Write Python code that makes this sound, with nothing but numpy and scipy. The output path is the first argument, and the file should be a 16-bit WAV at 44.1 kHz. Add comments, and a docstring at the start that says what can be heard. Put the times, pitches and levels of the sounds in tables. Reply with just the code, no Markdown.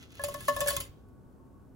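"""Shells rustle on plastic as raw shrimp slide out of a colander, close by, over a small kitchen's hum.
They drop into a steel pan of melted butter: each landing is a wet slap plus a short ring of the base,
which the soft bodies damp. Shells tick on the steel, the heap squelches and trapped air pops.
The pan thuds on the stove and settles, its thin ring lingers, and the hot butter gives a few spits."""
import sys
import numpy as np
from scipy import signal
from scipy.fft import rfft, irfft
from scipy.io import wavfile

SR = 44100
rng = np.random.default_rng(int(sys.argv[2]) if len(sys.argv) > 2 else 0)


def master_out(mix):
    """Clip the mix to full scale and print it as 16-bit PCM to the path in sys.argv[1]."""
    frames = np.transpose(np.atleast_2d(mix))
    ceiling = np.clip(frames, -1, 1)
    pcm = np.round(ceiling * 32767).astype(np.int16)
    wavfile.write(sys.argv[1], SR, pcm)


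N = 77175
SLAP_RISE_S, ROOM_T60_S = 0.00075, 0.39


def undb(db):
    return 10 ** (np.asarray(db) / 20)


def unit(x):
    return x / np.sqrt(np.mean(x ** 2))


def since(start):
    """Seconds since a moment, zero before it."""
    return np.maximum(np.arange(N) / SR - start, 0)


def curve(points):
    """Gain envelope through (time_s, level_db) points."""
    return undb(np.interp(since(0), *np.array(points).T))


def fading(points, release_s=0.05):
    """A gain envelope that dies away after its last point."""
    return curve(points) * np.exp(-since(points[-1][0]) / release_s)


def burst(start, rise_s, decay_s):
    """Envelope with a quick attack and an exponential fall, peak 1."""
    t = since(start)
    shape = (1 - np.exp(-t / rise_s)) * np.exp(-t / decay_s)
    return shape / shape.max()


def tone(t, hz, phase=0):
    """A sine of unit power."""
    return np.sqrt(2) * np.sin(2 * np.pi * hz * t + phase)


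def ring(t, hz, t60, phase, rise_s):
    """One damped mode, pushed by a soft body."""
    return (1 - np.exp(-t / rise_s)) * np.exp(-np.log(1000) * t / t60) * tone(t, hz, phase)


def snap(start, hiss):
    """A sharp impulse with a tiny tail of hiss."""
    click = undb(14) * signal.unit_impulse(N, int(start * SR))
    return click + hiss * burst(start, rise_s=0.0009, decay_s=0.0018)


def colour(x, points):
    """Causal EQ shaped by (freq_hz, gain_db) points, scaled to keep the power of white noise."""
    size = 2 * N
    hz, db = np.array(points).T
    log_freq = np.log(np.fft.rfftfreq(size, 1 / SR) + 1)
    gain = unit(undb(np.interp(log_freq, np.log(hz), db)))
    cepstrum = irfft(np.log(gain))
    cepstrum[1:N] *= 2  # fold to minimum phase
    cepstrum[N + 1:] = 0
    return irfft(rfft(x, size) * np.exp(rfft(cepstrum)))[..., :N]


def sides(db):
    """Stereo gains with the left louder by db."""
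    return undb(np.array([[db], [-db]]) / 2)


def grains(per_s, spread_db):
    """Dense tiny clicks of uneven size."""
    size = undb(spread_db * np.minimum(rng.exponential(size=N), 2 * np.e))
    return unit((rng.random(N) < per_s / SR) * size * rng.choice([-1, 1], N))


def stereo_noise(side):
    """Centred noise, widened by separate noise in each channel."""
    return unit(rng.standard_normal(N) + side * rng.standard_normal((2, N)))


def narrow_noise(hz, width_hz):
    """A wavering tone: noise in a very narrow band."""
    band = np.exp(-((np.fft.rfftfreq(N, 1 / SR) - hz) / width_hz) ** 2)
    return unit(irfft(rfft(stereo_noise(side=0.9)) * band, N))


def echoes(x, t60, onset_s):
    """Diffuse reflections, unrelated left and right."""
    t = since(onset_s)
    tail = rng.standard_normal((2, N)) * (t > 0) * np.exp(-np.log(1000) * t / t60)
    return signal.fftconvolve(np.atleast_2d(x), unit(tail) / np.sqrt(N), axes=1)[:, :N]


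# Envelope of the slide: time_s, level_db (table levels are relative, ahead of EQ and mix gains)
SLIDE_ENVELOPE = [(0, -56), (.035, -54.5), (.08, -65), (.12, -59), (.2, -55.5), (.44, -57.5), (.7, -48.5),
                  (.86, -75), (1.02, -80)]
# Tone of the plastic colander: freq_hz, gain_db
PLASTIC_EQ = [(300, -32), (1200, -2), (2200, -2.5), (2950, 3), (3800, -2), (5000, -7.5), (6600, -2.5),
              (8300, -13), (11000, -11.5), (16000, -16)]
def colander_slide():
    """Shells sliding on plastic make a grainy rustle."""
    return colour(fading(SLIDE_ENVELOPE) * grains(per_s=6500, spread_db=5.5), PLASTIC_EQ)


# Low rush of the room: freq_hz, gain_db
ROOM_TONE_EQ = [(15, -42), (25, -23), (55, -1), (105, -1), (170, -7), (260, -7), (400, -12), (700, -21.5),
                (1000, -26.5), (1500, -30.5), (2000, -42), (4000, -48), (10000, -46), (16000, -48)]
# Steady hum lines: pitch_hz, level_db
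HUM_LINES = [(208, -73.5), (258, -67), (1484, -84)]
def kitchen():
    """A low room rush and a faint hum."""
    rush = undb(-54.5) * colour(stereo_noise(side=1.0), ROOM_TONE_EQ)
    return rush + sum(undb(db) * narrow_noise(hz, width_hz=3.8) for hz, db in HUM_LINES)


# Envelope of the pan's thudding: time_s, level_db
THUD_ENVELOPE = [(0, -63), (.19, -60), (.23, -47.5), (.47, -50.5), (.56, -46.5), (.79, -42), (.85, -50),
                 (1.0, -70), (1.75, -67.5)]
# Bass weight of the thudding: freq_hz, gain_db
THUD_EQ = [(15, -55.5), (30, -12), (50, -3), (100, -3), (160, -7.5), (220, -22), (400, -13.5),
           (1500, -48.5), (16000, -87.5)]
# Dull bumps of the pan settling: start_s, level_db
SETTLING_BUMPS = [(0.306, -43), (0.543, -42), (0.763, -55), (0.893, -46), (1.077, -68), (1.262, -48.5)]
def stove_thuds(bump_hz=70.3):
    """The pan thuds on the stove as the shrimp tumble in, and settles with a few bumps."""
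    thudding = curve(THUD_ENVELOPE) * colour(stereo_noise(side=0.16), THUD_EQ)
    bumps = sum(undb(db) * burst(start, rise_s=0.0015, decay_s=0.003) * tone(since(start), bump_hz)
                for start, db in SETTLING_BUMPS)
    return undb(-1.5) * thudding + bumps


# Shells striking steel: start_s, level_db
SHELL_HITS = [(0.03, -59), (0.042, -64), (0.1186, -49), (0.1533, -42), (0.176, -62), (0.1953, -41.5),
              (0.217, -38), (0.2373, -29), (0.239, -24.5), (0.283, -37.5), (0.3412, -28.5), (0.4069, -35),
              (0.479, -29), (0.4835, -25), (0.535, -37), (0.564, -27.5), (0.639, -43.5), (0.705, -17.5),
              (0.719, -30.5), (0.754, -45), (0.766, -16), (0.802, -26)]
def shell_ticks(hiss):
    """Hard shells tick against the pan."""
    return sum(undb(db) * snap(start, hiss) for start, db in SHELL_HITS)


# Bright modes of the steel: pitch_hz, level_db, t60_s
STEEL_MODES = [(2086, -5, 0.13), (2540, -10, .13), (3023, -0.5, 0.11), (3525, -10.5, .1),
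               (4284, -8.5, 0.14), (5123, -6, .1), (5450, -10, .1), (5900, -10, .07), (6865, 2, 0.091),
               (7265, 0, .07), (7615, -4.5, .07)]
def steel_overtones(contact, spread_rad=0.4):
    """Each contact sets off a short shimmer, a little out of phase between left and right."""
    modes = sum(undb(db) * ring(since(0), hz, t60, spread_rad * rng.uniform(-1, 1, (2, 1)), SLAP_RISE_S)
                for hz, db, t60 in STEEL_MODES)
    return undb(-16) * signal.fftconvolve(contact[None], unit(modes) / np.sqrt(N), axes=1)[:, :N]


def droplets(per_s=2600, low_hz=2027, high_hz=15975, spread_db=2.4, decay_cycles=16):
    """Tiny films and bubbles burst in a swarm of pings, each with its own pitch and size."""
    t = np.arange(SR // 100) / SR
    out = np.zeros(N + len(t))
    for when, pitch, chance in rng.random((int(per_s * N / SR), 3)):
        hz = low_hz + pitch * (high_hz - low_hz)
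        size = undb(-spread_db * np.log(1 - chance)) * np.sqrt(hz)
        at = int(when * N)
        out[at:at + len(t)] += size * np.exp(-t * hz / decay_cycles) * np.sin(2 * np.pi * hz * t)
    return unit(out[:N])


def wet_crackle(clicks_per_s, spread_db):
    """Wet texture: droplets and plain clicks at equal power."""
    return np.sqrt(0.5) * (droplets() + grains(clicks_per_s, spread_db))


# Envelope of the squelch: time_s, level_db
SQUELCH_ENVELOPE = [(0.1, -100), (.2, -63), (.27, -47.5), (.38, -52), (.44, -48), (.55, -48.5), (.63, -41),
                    (.655, -45.5), (.70, -36.5), (.76, -40.5), (.795, -45.5), (.83, -45.5), (.88, -61.5),
                    (.93, -87)]
def squelch():
    """The wet heap crackles as it slides."""
    return fading(SQUELCH_ENVELOPE) * wet_crackle(clicks_per_s=5500, spread_db=1.5)


# Shrimp landing; each cue drives the slap, the ring and the knock:
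# start_s, low_ring_db, middle_ring_db, high_ring_db, knock_db, slap_db, slap_decay_s, ring_pitch_ratio
LANDING_CUES = [ (0.194, -34.5, -36, -33, -47, -55, 0.0021, 0.98),
                (0.238, -25.5, -40, -42.5, -40, -27, 0.0092, 1.0),
                (0.283, -33, -33, -51.5, -47, -36.5, 0.0074, 0.99),
                (0.343, -33, -30.5, -39, -44.5, -34.5, 0.0028, 1.0),
                (0.406, -67, -44, -44, -62, -40, 0.0055, 0.98),
                (0.4819, -19.5, -14, -23.5, -33, -26, 0.0094, 1.0),
                (0.5639, -29.5, -26, -31.5, -43, -31, 0.0046, 0.99),
                (0.593, -28.5, -50.5, -59, -48.5, -47, 0.0044, 1.0),
                (0.606, -26, -34, -29, -43.5, -23, 0.0048, 1),
                (0.615, -24, -26.5, -43, -47.5, -33.5, 0.0025, 1.0),
                (0.6609, -23, -36.5, -33.5, -42, -36, 0.0041, 0.99),
                (0.673, -49, -43, -40.5, -48.5, -23.5, 0.006, 0.85),
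                (0.682, -43.5, -50, -32, -49.5, -23, 0.013, 1),
                (0.704, -48.5, -28, -40.5, -45.5, -36.5, 0.0038, 1),
                (0.73, -30.5, -51, -43.5, -54.5, -39.5, 0.009, 0.98),
                (0.766, -42, -30, -49, -55.5, -27.5, 0.0048, 0.98),
                (0.803, -48.5, -48, -55, -55.5, -31, 0.0092, 0.94)]
def wet_slaps():
    """Each wet body lands with a short burst of crackle."""
    envelope = sum(undb(db) * burst(start - SLAP_RISE_S, SLAP_RISE_S, decay)
                   for start, *_, db, decay, _ in LANDING_CUES)
    return envelope * wet_crackle(clicks_per_s=9000, spread_db=1.8)


# Low, middle and high mode pairs of the pan's base:
# pitch_hz, rise_s, t60_s, partner_hz, partner_db, left_over_right_db, left_lead_rad
BASE_PAIRS = [(579.7, .0028, 0.17, 566, -17.5, 4.5, .7), (1103.6, 0.005, 0.11, 1000, -14, 3, 0.4),
              (1739, 0.0031, 0.12, 1400, -21, 1.5, 1.0)]
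def base_ring():
    """Every landing rings three pairs of modes, kept short by the soft bodies."""
    out = np.zeros((2, N))
    for start, low, middle, high, *_, pitch in LANDING_CUES:
        t = since(start)
        for db, pair in zip((low, middle, high), BASE_PAIRS):
            hz, rise, t60, partner_hz, partner_db, balance_db, lead = pair
            phase = np.array([[lead], [0]])
            main = ring(t, hz * pitch, t60, phase, rise)
            partner = undb(partner_db) * ring(t, partner_hz * pitch, t60, phase, rise)
            out += undb(db) * sides(balance_db) * (main - partner)
    return undb(-3) * out


# Weaker modes of the wall and rim: pitch_hz, level_db, t60_s
RIM_MODES = [(260.4, -30.5, .25), (646.5, -11.5, 0.1), (720, -14, 0.033), (1197, -20, 0.12)]
def wall_ring(detune=0.0016):
    """Wall and rim ring along, following the level of the base's middle ring."""
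    out = np.zeros((2, N))
    for start, _, middle_db, *_ in LANDING_CUES:
        for hz, db, t60 in RIM_MODES:
            detuned_hz = hz * (1 + detune * rng.standard_normal())
            phase = 2 * np.pi * rng.random((2, 1))
            out += undb(middle_db + db) * ring(since(start), detuned_hz, t60, phase, rise_s=0.0037)
    return out


# Dull body of the knock: freq_hz, gain_db
KNOCK_EQ = [(100, -5), (300, -17), (700, 1), (1200, 1), (2500, -7), (6000, -27), (16000, -66.5)]
def knocks():
    """Each soft body hits the base with a dull puff of noise."""
    envelope = sum(undb(db) * burst(start, rise_s=0.0016, decay_s=0.0034)
                   for start, _, _, _, db, *_ in LANDING_CUES)
    return envelope * colour(stereo_noise(side=1.0), KNOCK_EQ)


# Air pockets popping: start_s, pitch_hz, level_db, decay_s
AIR_POCKETS = [(0.684, 1663, -31.5, .003), (0.7656, 6300, -30.5, 0.001)]
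def air_pops():
    """Air trapped under the heap escapes in short hollow notes."""
    return sum(undb(db) * burst(start, decay, decay) * tone(since(start), hz)
               for start, hz, db, decay in AIR_POCKETS)


# Faint tones of the pan's long ring: pitch_hz, width_hz, peak_s, half_length_s, level_db
RING_SWELLS = [(1113, 5, 1.2, 0.26, -70.5), (1070, 36, 1.42, 0.055, -67.5), (1104, 32, 1.58, 0.07, -69),
               (898, 3.1, 1.45, 0.47, -76)]
def lingering_ring():
    """The pan's thin, lingering ring swells and fades."""
    return sum(undb(db) * np.exp(-((since(0) - peak) / half) ** 2) * narrow_noise(hz, width)
               for hz, width, peak, half, db in RING_SWELLS)


# Spits of the butter: start_s, level_db
BUTTER_SPITS = [(1.0864, -60), (1.326, -64), (1.465, -70)]
def butter_spits(hiss):
    """Hot butter spits faintly once the shrimp are in."""
    return sum(undb(db) * snap(start, hiss) for start, db in BUTTER_SPITS)


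# Tone of the reflections: freq_hz, gain_db
SCATTER_EQ = [(200, 7), (2000, 7.5), (5000, 7.5), (7000, -2.5), (10000, -16), (16000, 1.5)]
def in_pan(x, left_lag_s=0.0001761):
    """Places a sound just right of centre, scattered by the pan's wall and the room."""
    delay = np.exp(-2j * np.pi * np.fft.rfftfreq(2 * N, 1 / SR) * left_lag_s)
    left = irfft(rfft(x, 2 * N) * delay)[:N]
    send = colour(x, SCATTER_EQ)
    wall = undb(-3) * echoes(send, t60=0.056, onset_s=0.00059)
    room = undb(-15) * echoes(send, ROOM_T60_S, onset_s=0.0032)
    return sides(-0.5) * (np.array([left, x]) + wall + room)


# Sheen of the slaps and squelch: freq_hz, gain_db
WET_EQ = [(200, -23.5), (700, -5.5), (1500, -0.5), (2300, 0.5), (3000, 2.5), (5000, -2), (7000, 3),
          (9800, 7.5), (11000, 3.5), (13000, 0.5), (16000, 3)]
# Crisp edge of the ticks and spits: freq_hz, gain_db
TICK_EQ = [(300, -13), (1500, -6.5), (4500, -8.5), (6300, -20), (8000, -7.5), (10500, 4), (13000, -9),
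           (16000, 3)]
def scene():
    """The ringing pan and close shrimp textures, over stove thuds and room tone."""
    pan = base_ring() + wall_ring() + knocks()
    pan += undb(-11.5) * echoes(pan.mean(0), ROOM_T60_S, onset_s=0.0024)
    hiss = undb(-6) * rng.standard_normal(N)
    ticks = shell_ticks(hiss) + butter_spits(hiss)
    wet = wet_slaps() + squelch()
    textures = undb(-2.5) * in_pan(colander_slide() + colour(ticks, TICK_EQ) + colour(wet, WET_EQ))
    shimmer = steel_overtones(wet + ticks)
    return pan + textures + shimmer + air_pops() + stove_thuds() + kitchen() + lingering_ring()


def record(dry):
    """A steep low-pass at 15750 Hz trims the very top."""
    return signal.sosfilt(signal.ellip(8, .2, 70, 15750, fs=SR, output="sos"), dry)


dry = scene()
out = record(dry)
master_out(out)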